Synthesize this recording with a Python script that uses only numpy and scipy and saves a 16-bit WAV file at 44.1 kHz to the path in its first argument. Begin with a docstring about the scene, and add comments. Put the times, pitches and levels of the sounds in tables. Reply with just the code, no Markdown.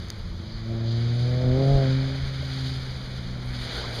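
"""A wet car park at night. A car revs, barks at full throttle, lifts off and drones away: its periodic firings
radiate a harmonic series, coloured by the tailpipe. A quieter engine sinks in pitch as it slows. Tyres roar and
hiss on the water film, and another car draws near at the end, over distant traffic. Air buffets the microphone,
and narrow notches cut into the treble; two small ticks sound close by."""
import sys
import numpy as np
from scipy import signal
from scipy.fft import rfft, irfft
from scipy.io import wavfile

SR = 44100
rng = np.random.default_rng(int(sys.argv[2]) if len(sys.argv) > 2 else 0)


def generate_wav(signal):
    """Clip the signal to [-1, 1] and save it as 16-bit WAV at the path in sys.argv[1]."""
    frames = np.transpose(np.atleast_2d(signal))
    scaled = np.clip(frames, -1, 1) * 32767
    pcm = np.round(scaled).astype(np.int16)
    wavfile.write(sys.argv[1], SR, pcm)


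N = 176400

# loud engine: (time [s], firing rate [Hz])
FIRING_RATE = [(0.0, 111.9), (0.38, 112.3), (0.5, 109.3), (0.73, 114.1), (0.87, 114.2), (1.1, 118.6),
               (1.42, 126.6), (1.5, 126.0), (1.61, 135.2), (1.65, 135.2), (1.72, 138.9), (1.88, 131.6),
               (2.12, 134.5), (2.35, 132.9), (2.55, 131.9), (3.05, 127.5), (3.5, 124.1), (4.0, 117.6)]
# exhaust note: (time [s], fundamental [dB], second harmonic [dB], bark of the upper harmonics [dB])
EXHAUST_LEVELS = [(0, -43, -53, -57), (0.25, -44, -54.5, -69), (0.4, -44.5, -47.5, -58.5),
                  (0.6, -36.5, -43, -63.5), (0.72, -29, -36.5, -46.5), (0.95, -24, -37, -49.5),
                  (1.1, -24, -37, -45), (1.25, -22.5, -39.5, -42.5), (1.42, -24, -35, -35.5),
                  (1.49, -19.5, -28.5, -34), (1.6, -23, -30, -31.5), (1.7, -17.5, -32, -31.5),
                  (1.8, -21, -35.5, -31.5), (1.87, -21.5, -31, -35), (1.97, -22.5, -31.5, -47),
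                  (2.15, -30.5, -38.5, -51.5), (2.27, -30, -53, -52), (2.45, -32, -44, -55),
                  (2.65, -29, -38.5, -62), (2.95, -36, -57.5, -57.5), (3.3, -34.5, -46.5, -63.5),
                  (3.58, -34.5, -43, -77), (3.76, -40.5, -50, -49), (3.92, -33.5, -53, -50.5),
                  (4, -36, -47, -52)]
# tailpipe response that colours the bark: (frequency [Hz], gain [dB])
TAILPIPE_RESPONSE = [(300, 3), (342, 4.5), (365, -9), (410, -2), (455, -4.5), (510, 0), (570, -3.5),
                     (590, -10.5), (630, -3), (660, -9.5), (690, -5), (750, -16.5), (850, -18), (1000, -33),
                     (1400, -33)]
# rush of exhaust gas: (frequency [Hz], relative density [dB])
GAS_SPECTRUM = [(40, -2), (80, 2.5), (190, 6), (300, -13), (450, -3.5), (650, -6.5), (850, -21),
                (1200, -16.5), (3000, -34.5)]
# breathy rasp of the pipe as the throttle opens and after it shuts: (time [s], level [dB])
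RASP_LEVEL = [(.6, -74), (.72, -47), (.8, -52), (.92, -66), (1.85, -60.5), (2.05, -47), (2.25, -54),
              (2.42, -68), (4, -77)]
# that rasp: (frequency [Hz], relative density [dB])
RASP_SPECTRUM = [(470, -13.5), (575, 3), (690, -4), (780, -17)]
# second engine: (time [s], firing rate [Hz], fundamental [dB], second harmonic [dB])
QUIET_ENGINE = [(0, 87.26, -37.5, -42.5), (.5, 86.4, -41, -51.5), (1, 84.06, -42, -46.5),
                (1.5, 80.56, -35, -51), (2, 78.26, -38.5, -50), (2.5, 76.22, -39, -48.5),
                (3, 71.8, -43, -50), (3.25, 67.46, -42, -56), (3.5, 59.82, -41, -73),
                (3.8, 57.58, -36, -54), (4, 59, -61, -60)]
# tyres on water, before each band's trim: (time [s], roar [dB], hiss [dB], spray [dB])
TYRE_LEVELS = [(0.13, -51.5, -50, -70), (0.36, -59, -52, -74), (0.53, -53, -51, -75),
               (0.74, -51.5, -51.5, -74), (0.92, -49.5, -42.5, -82), (0.99, -47.5, -44.5, -68),
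               (1.08, -47.5, -43, -75), (1.14, -47.5, -44.5, -67), (1.22, -46.5, -42.5, -65),
               (1.44, -46, -45.5, -71), (1.78, -44.5, -41, -63), (1.84, -40.5, -41, -67),
               (2.36, -44.5, -43.5, -65.5), (2.66, -43.5, -39, -60.5), (2.8, -45.5, -43.5, -63.5),
               (3.41, -49.5, -48.5, -69), (3.46, -46, -48.5, -62), (3.56, -43.5, -42.5, -63.5),
               (3.63, -41, -39, -55), (3.7, -40, -38.5, -62), (3.77, -41, -36, -54.5),
               (3.84, -40.5, -40, -63.5), (3.97, -42.5, -39, -54.5), (4.0, -43, -36.5, -61)]
# tread roar, water hiss and fine spray: (frequency [Hz], relative density [dB])
ROAR_SPECTRUM = [(500, -11), (800, -2.5), (1050, -6), (1400, 3), (1800, 0.5), (2300, 3), (2700, -9),
                 (3400, -3.5), (5000, -30)]
HISS_SPECTRUM = [(2000, -24.5), (2700, -4), (3300, -1), (4500, 1.5), (4950, 1), (5100, -6), (6200, -12),
                 (7000, -16), (8000, -25), (10000, -33)]
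SPRAY_SPECTRUM = [(6000, -14), (8000, -1.5), (9400, 1.5), (10500, -2.5), (11600, -5.5), (12500, -9.5),
                  (13700, -19), (15200, -25)]
# scuffs on wet ground: (time [s], half length [s], centre [Hz], half width [octaves], level [dB])
SWISHES = [(.19, .005, 10500, .25, -64), (0.536, .06, 4570, 0.17, -48.5), (.89, .035, 4000, 0.3, -46),
           (1.223, .025, 4270, 0.21, -45), (2.437, 0.0087, 557, 0.25, -43), (2.442, .008, 14000, .25, -70),
           (3.774, 0.018, 1530, 0.34, -40.5), (3.85, .015, 1100, .6, -41)]
# air on the microphone: (time [s], relative level [dB])
BUFFET_LEVEL = [(0.0, -42), (0.33, -33), (0.43, -54), (0.54, -29), (0.6, -42), (0.69, -43), (0.73, -52),
                (1.05, -52), (1.1, -53), (1.2, -59), (1.34, -35), (1.44, -53), (1.48, -22), (1.63, -52),
                (1.75, -25), (1.89, -49), (1.96, -34), (2.21, -48), (2.24, -25), (2.36, -58), (2.91, -38),
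                (2.96, -57), (3.05, -33), (3.22, -62), (3.26, -37), (4.0, -46)]
# its rumble: (frequency [Hz], relative density [dB])
WIND_SPECTRUM = [(12, -14.5), (25, -1), (42, 2), (65, -11.5), (100, -13.5), (200, -28.5), (400, -48.5)]
# close contacts: (time [s], impulse level [dB])
TICKS = [(.0853, -38), (.1026, -21.5)]
# their resonances: (frequency [Hz], gain [dB], time to decay by 60 dB [s])
TICK_MODES = [(1900, -24, 0.0018), (4800, 2.5, 0.0039), (6100, 1, 0.0029), (10000, -22, 0.00092)]
# approaching car: (time [s], level [dB])
APPROACH_LEVEL = [(0, -73.5), (3.2, -51), (3.55, -49.5), (3.7, -44.5), (3.85, -40.5), (4, -40.5)]
# its road noise: (frequency [Hz], relative density [dB])
ROAD_SPECTRUM = [(150, -13), (300, 0), (420, -0.5), (580, 0.5), (800, -7), (1200, -16), (2000, -25)]
# distant traffic and background hiss: (frequency [Hz], relative density [dB])
TRAFFIC_SPECTRUM = [(20, -2.5), (50, 4.5), (100, 0.5), (190, -0.5), (280, -12), (400, -12), (600, -16.5),
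                    (1000, -24.5), (2000, -23.5)]
BACKGROUND_SPECTRUM = [(600, -8), (1100, 2.5), (2000, -6.5), (4500, -3.5), (6300, -7.5), (8000, -22.5),
                       (11800, -24.5), (14000, -34), (15200, -31)]
# notches in the treble: (frequency [Hz], bandwidth [Hz])
TREBLE_NOTCHES = [(2713, 527), (5512, 910), (7860, 1650), (10917, 960)]


def loud_exhaust():
    """Periodic firings radiate harmonics; the tailpipe filters the upper ones, and gas leaves in pulses."""
    boom_roughness, bark_roughness, jitter_rad = 0.046, 0.15, 0.027   # unevenness of the firings
    third_db, wander_db, cylinder_db = -15, 1.5, -21
    gas_db, pulsing_depth = -2.5, 0.75
    firing_hz, = in_time(FIRING_RATE)
    boom, drone, bark = from_db(in_time(EXHAUST_LEVELS))
    phase = running_phase(firing_hz) + jitter_rad * drift(25)
    note = boom * (1 + boom_roughness * drift(17)) * np.sin(phase)
    note -= drone * (1 + boom_roughness * drift(25)) * np.cos(2 * phase)
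    note -= drone * from_db(third_db) * np.cos(3 * phase)
    pulse = 0
    for k in range(3, 11):
        wander = from_db(wander_db * drift(4.8))
        pulse -= gain_at(TAILPIPE_RESPONSE, k * firing_hz) * np.cos(k * phase) * wander
    # unequal cylinders add lines between the harmonics
    orders = [k / 3 for k in range(2, 18) if k % 3]
    uneven = sum(np.cos(k * phase + rng.uniform(0, 2 * np.pi)) * (1 + .5 * drift(8.1)) for k in orders)
    note += bark * (pulse * (1 + bark_roughness * drift(46)) + from_db(cylinder_db) * uneven)
    rasp, = from_db(in_time(RASP_LEVEL))
    rush = from_db(gas_db) * bark * noise(GAS_SPECTRUM) + rasp * noise(RASP_SPECTRUM)
    return np.sqrt(2) * note + rush * (1 - pulsing_depth * np.cos(phase))


def quiet_engine():
    """Pitch follows firing rate, so this soft, uneven hum sinks as the car slows."""
    roughness, third_db, fall_db = 0.51, -13, 4.5   # third against second harmonic; loss per harmonic
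    firing_hz, first_db, second_db = in_time(QUIET_ENGINE)
    phase = running_phase(firing_hz) + 0.15 * drift(4)
    hum = from_db(first_db) * np.sin(phase) + from_db(second_db) * np.sin(2 * phase)
    for k in range(3, 7):
        hum += from_db(second_db + third_db - fall_db * (k - 3)) * np.sin(k * phase + drift(9.6))
    return np.sqrt(2) * hum * (1 + roughness * drift(8.1))


def wet_tyres():
    """Rolling contact radiates broadband noise: the tread roars, the water film hisses and sprays."""
    roar_trim_db, hiss_trim_db, spray_trim_db = -0.53, 1.5, 1
    roar_db, hiss_db, spray_db = in_time(TYRE_LEVELS)
    flicker_db = 0.95 * drift(23)
    roar = from_db(roar_db + roar_trim_db + 0.67 * drift(45)) * noise(ROAR_SPECTRUM)
    hiss = from_db(hiss_db + hiss_trim_db + flicker_db) * noise(HISS_SPECTRUM)
    spray = from_db(spray_db + spray_trim_db + flicker_db) * noise(SPRAY_SPECTRUM)
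    return roar + hiss + spray


def swishes():
    """Scuffs on wet ground are band-limited noise under a Gaussian envelope."""
    t, out = np.arange(N) / SR, 0
    octaves = np.log2(np.arange(1, N // 2 + 2) * SR / N)
    for peak_s, half_length_s, hz, half_width, db in SWISHES:
        passband = np.exp(-((octaves - np.log2(hz)) / half_width) ** 2)
        band = irfft(rfft(rng.standard_normal(N)) * passband, N)
        envelope = np.exp(-((t - peak_s) / half_length_s) ** 2 / 2)
        out += from_db(db) * envelope * unit_rms(band)
    return out


def wind(trim_db=-1):
    """Pressure fluctuations of air on the microphone make low lumps of noise."""
    level_db, = in_time(BUFFET_LEVEL)
    return from_db(level_db + trim_db) * noise(WIND_SPECTRUM)


def ticks(rebound_s=.0006, rebound_db=-7):
    """Each tiny hard impact and its one rebound excite damped modes."""
    impulses, out = np.zeros(N), 0
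    for time_s, db in TICKS:
        impulses[int(time_s * SR)] += from_db(db)
        impulses[int((time_s + rebound_s) * SR)] += from_db(db + rebound_db)
    for hz, db, t60 in TICK_MODES:
        radius, angle = from_db(-60 / (t60 * SR)), 2 * np.pi * hz / SR
        feedback = [1, -2 * radius * np.cos(angle), radius ** 2]
        out += from_db(db) * signal.lfilter([0, np.sin(angle)], feedback, impulses + 1e-18)
    return out


def approaching_car():
    """Road noise grows in level as its source draws near."""
    level_db, = in_time(APPROACH_LEVEL)
    return from_db(level_db + 0.76 * drift(22)) * noise(ROAD_SPECTRUM)


def low_swell(peak_s=3.26, decay_s=0.16, hz=191, db=-38.5):
    """A low tone, randomly modulated in amplitude and frequency, rises and dies exponentially."""
    envelope = from_db(db) * np.exp(-np.abs(np.arange(N) / SR - peak_s) / decay_s)
    flutter = 1 + 0.36 * drift(20.07)
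    return np.sqrt(2) * envelope * flutter * np.sin(running_phase(hz + 9 * drift(25)))


def background(traffic_db=-40.5, hiss_db=-53.5):
    """Stationary noise: the rumble of distant traffic and a faint hiss."""
    return from_db(traffic_db) * noise(TRAFFIC_SPECTRUM) + from_db(hiss_db) * noise(BACKGROUND_SPECTRUM)


def from_db(db):
    """Amplitude grows tenfold for every 20 dB."""
    return 10 ** (np.asarray(db) / 20)


def unit_rms(x):
    """Normalisation to unit mean power."""
    return x / np.sqrt(np.mean(x ** 2) + 1e-20)


def in_time(rows):
    """Linear interpolation of each column over time."""
    times, *columns = np.transpose(rows)
    return [np.interp(np.arange(N) / SR, times, column) for column in columns]


def gain_at(spectrum, hz):
    """Gain of a spectrum, interpolated in decibels over log frequency."""
    points_hz, db = np.transpose(spectrum)
    return from_db(np.interp(np.log(hz + 1e-9), np.log(points_hz), db))


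def noise(spectrum):
    """Spectral shaping of white noise, at unit rms, with steep skirts beyond the table's ends."""
    hz = np.arange(N // 2 + 1) * SR / N + 1e-9
    skirts = np.minimum(1, hz / spectrum[0][0]) ** 2 * np.minimum(1, spectrum[-1][0] / hz) ** 4
    return unit_rms(irfft(rfft(rng.standard_normal(N)) * gain_at(spectrum, hz) * skirts, N))


def drift(corner_hz):
    """Low-pass filtered noise wanders smoothly, at unit rms."""
    hz = np.arange(N // 2 + 1) * SR / N
    return unit_rms(irfft(rfft(rng.standard_normal(N)) / (1 + (hz / corner_hz) ** 2), N))


def running_phase(hz):
    """Phase is the time integral of angular frequency."""
    return 2 * np.pi * np.cumsum(hz) / SR


def scene():
    """Superposition: the pressures of all sources add at one microphone."""
    cars = loud_exhaust() + quiet_engine() + wet_tyres() + swishes()
    distant = low_swell() + approaching_car() + background()
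    return (cars + distant + wind() + ticks())[None]


def record(dry, cutoff_hz=15300):
    """Narrow notches cut the treble; a steep low-pass cuts the top."""
    for hz, width_hz in TREBLE_NOTCHES:
        dry = signal.lfilter(*signal.iirnotch(hz, hz / width_hz, fs=SR), dry)
    return signal.sosfilt(signal.ellip(12, .1, 90, cutoff_hz, fs=SR, output="sos"), dry)


dry = scene()
out = record(dry)
generate_wav(out)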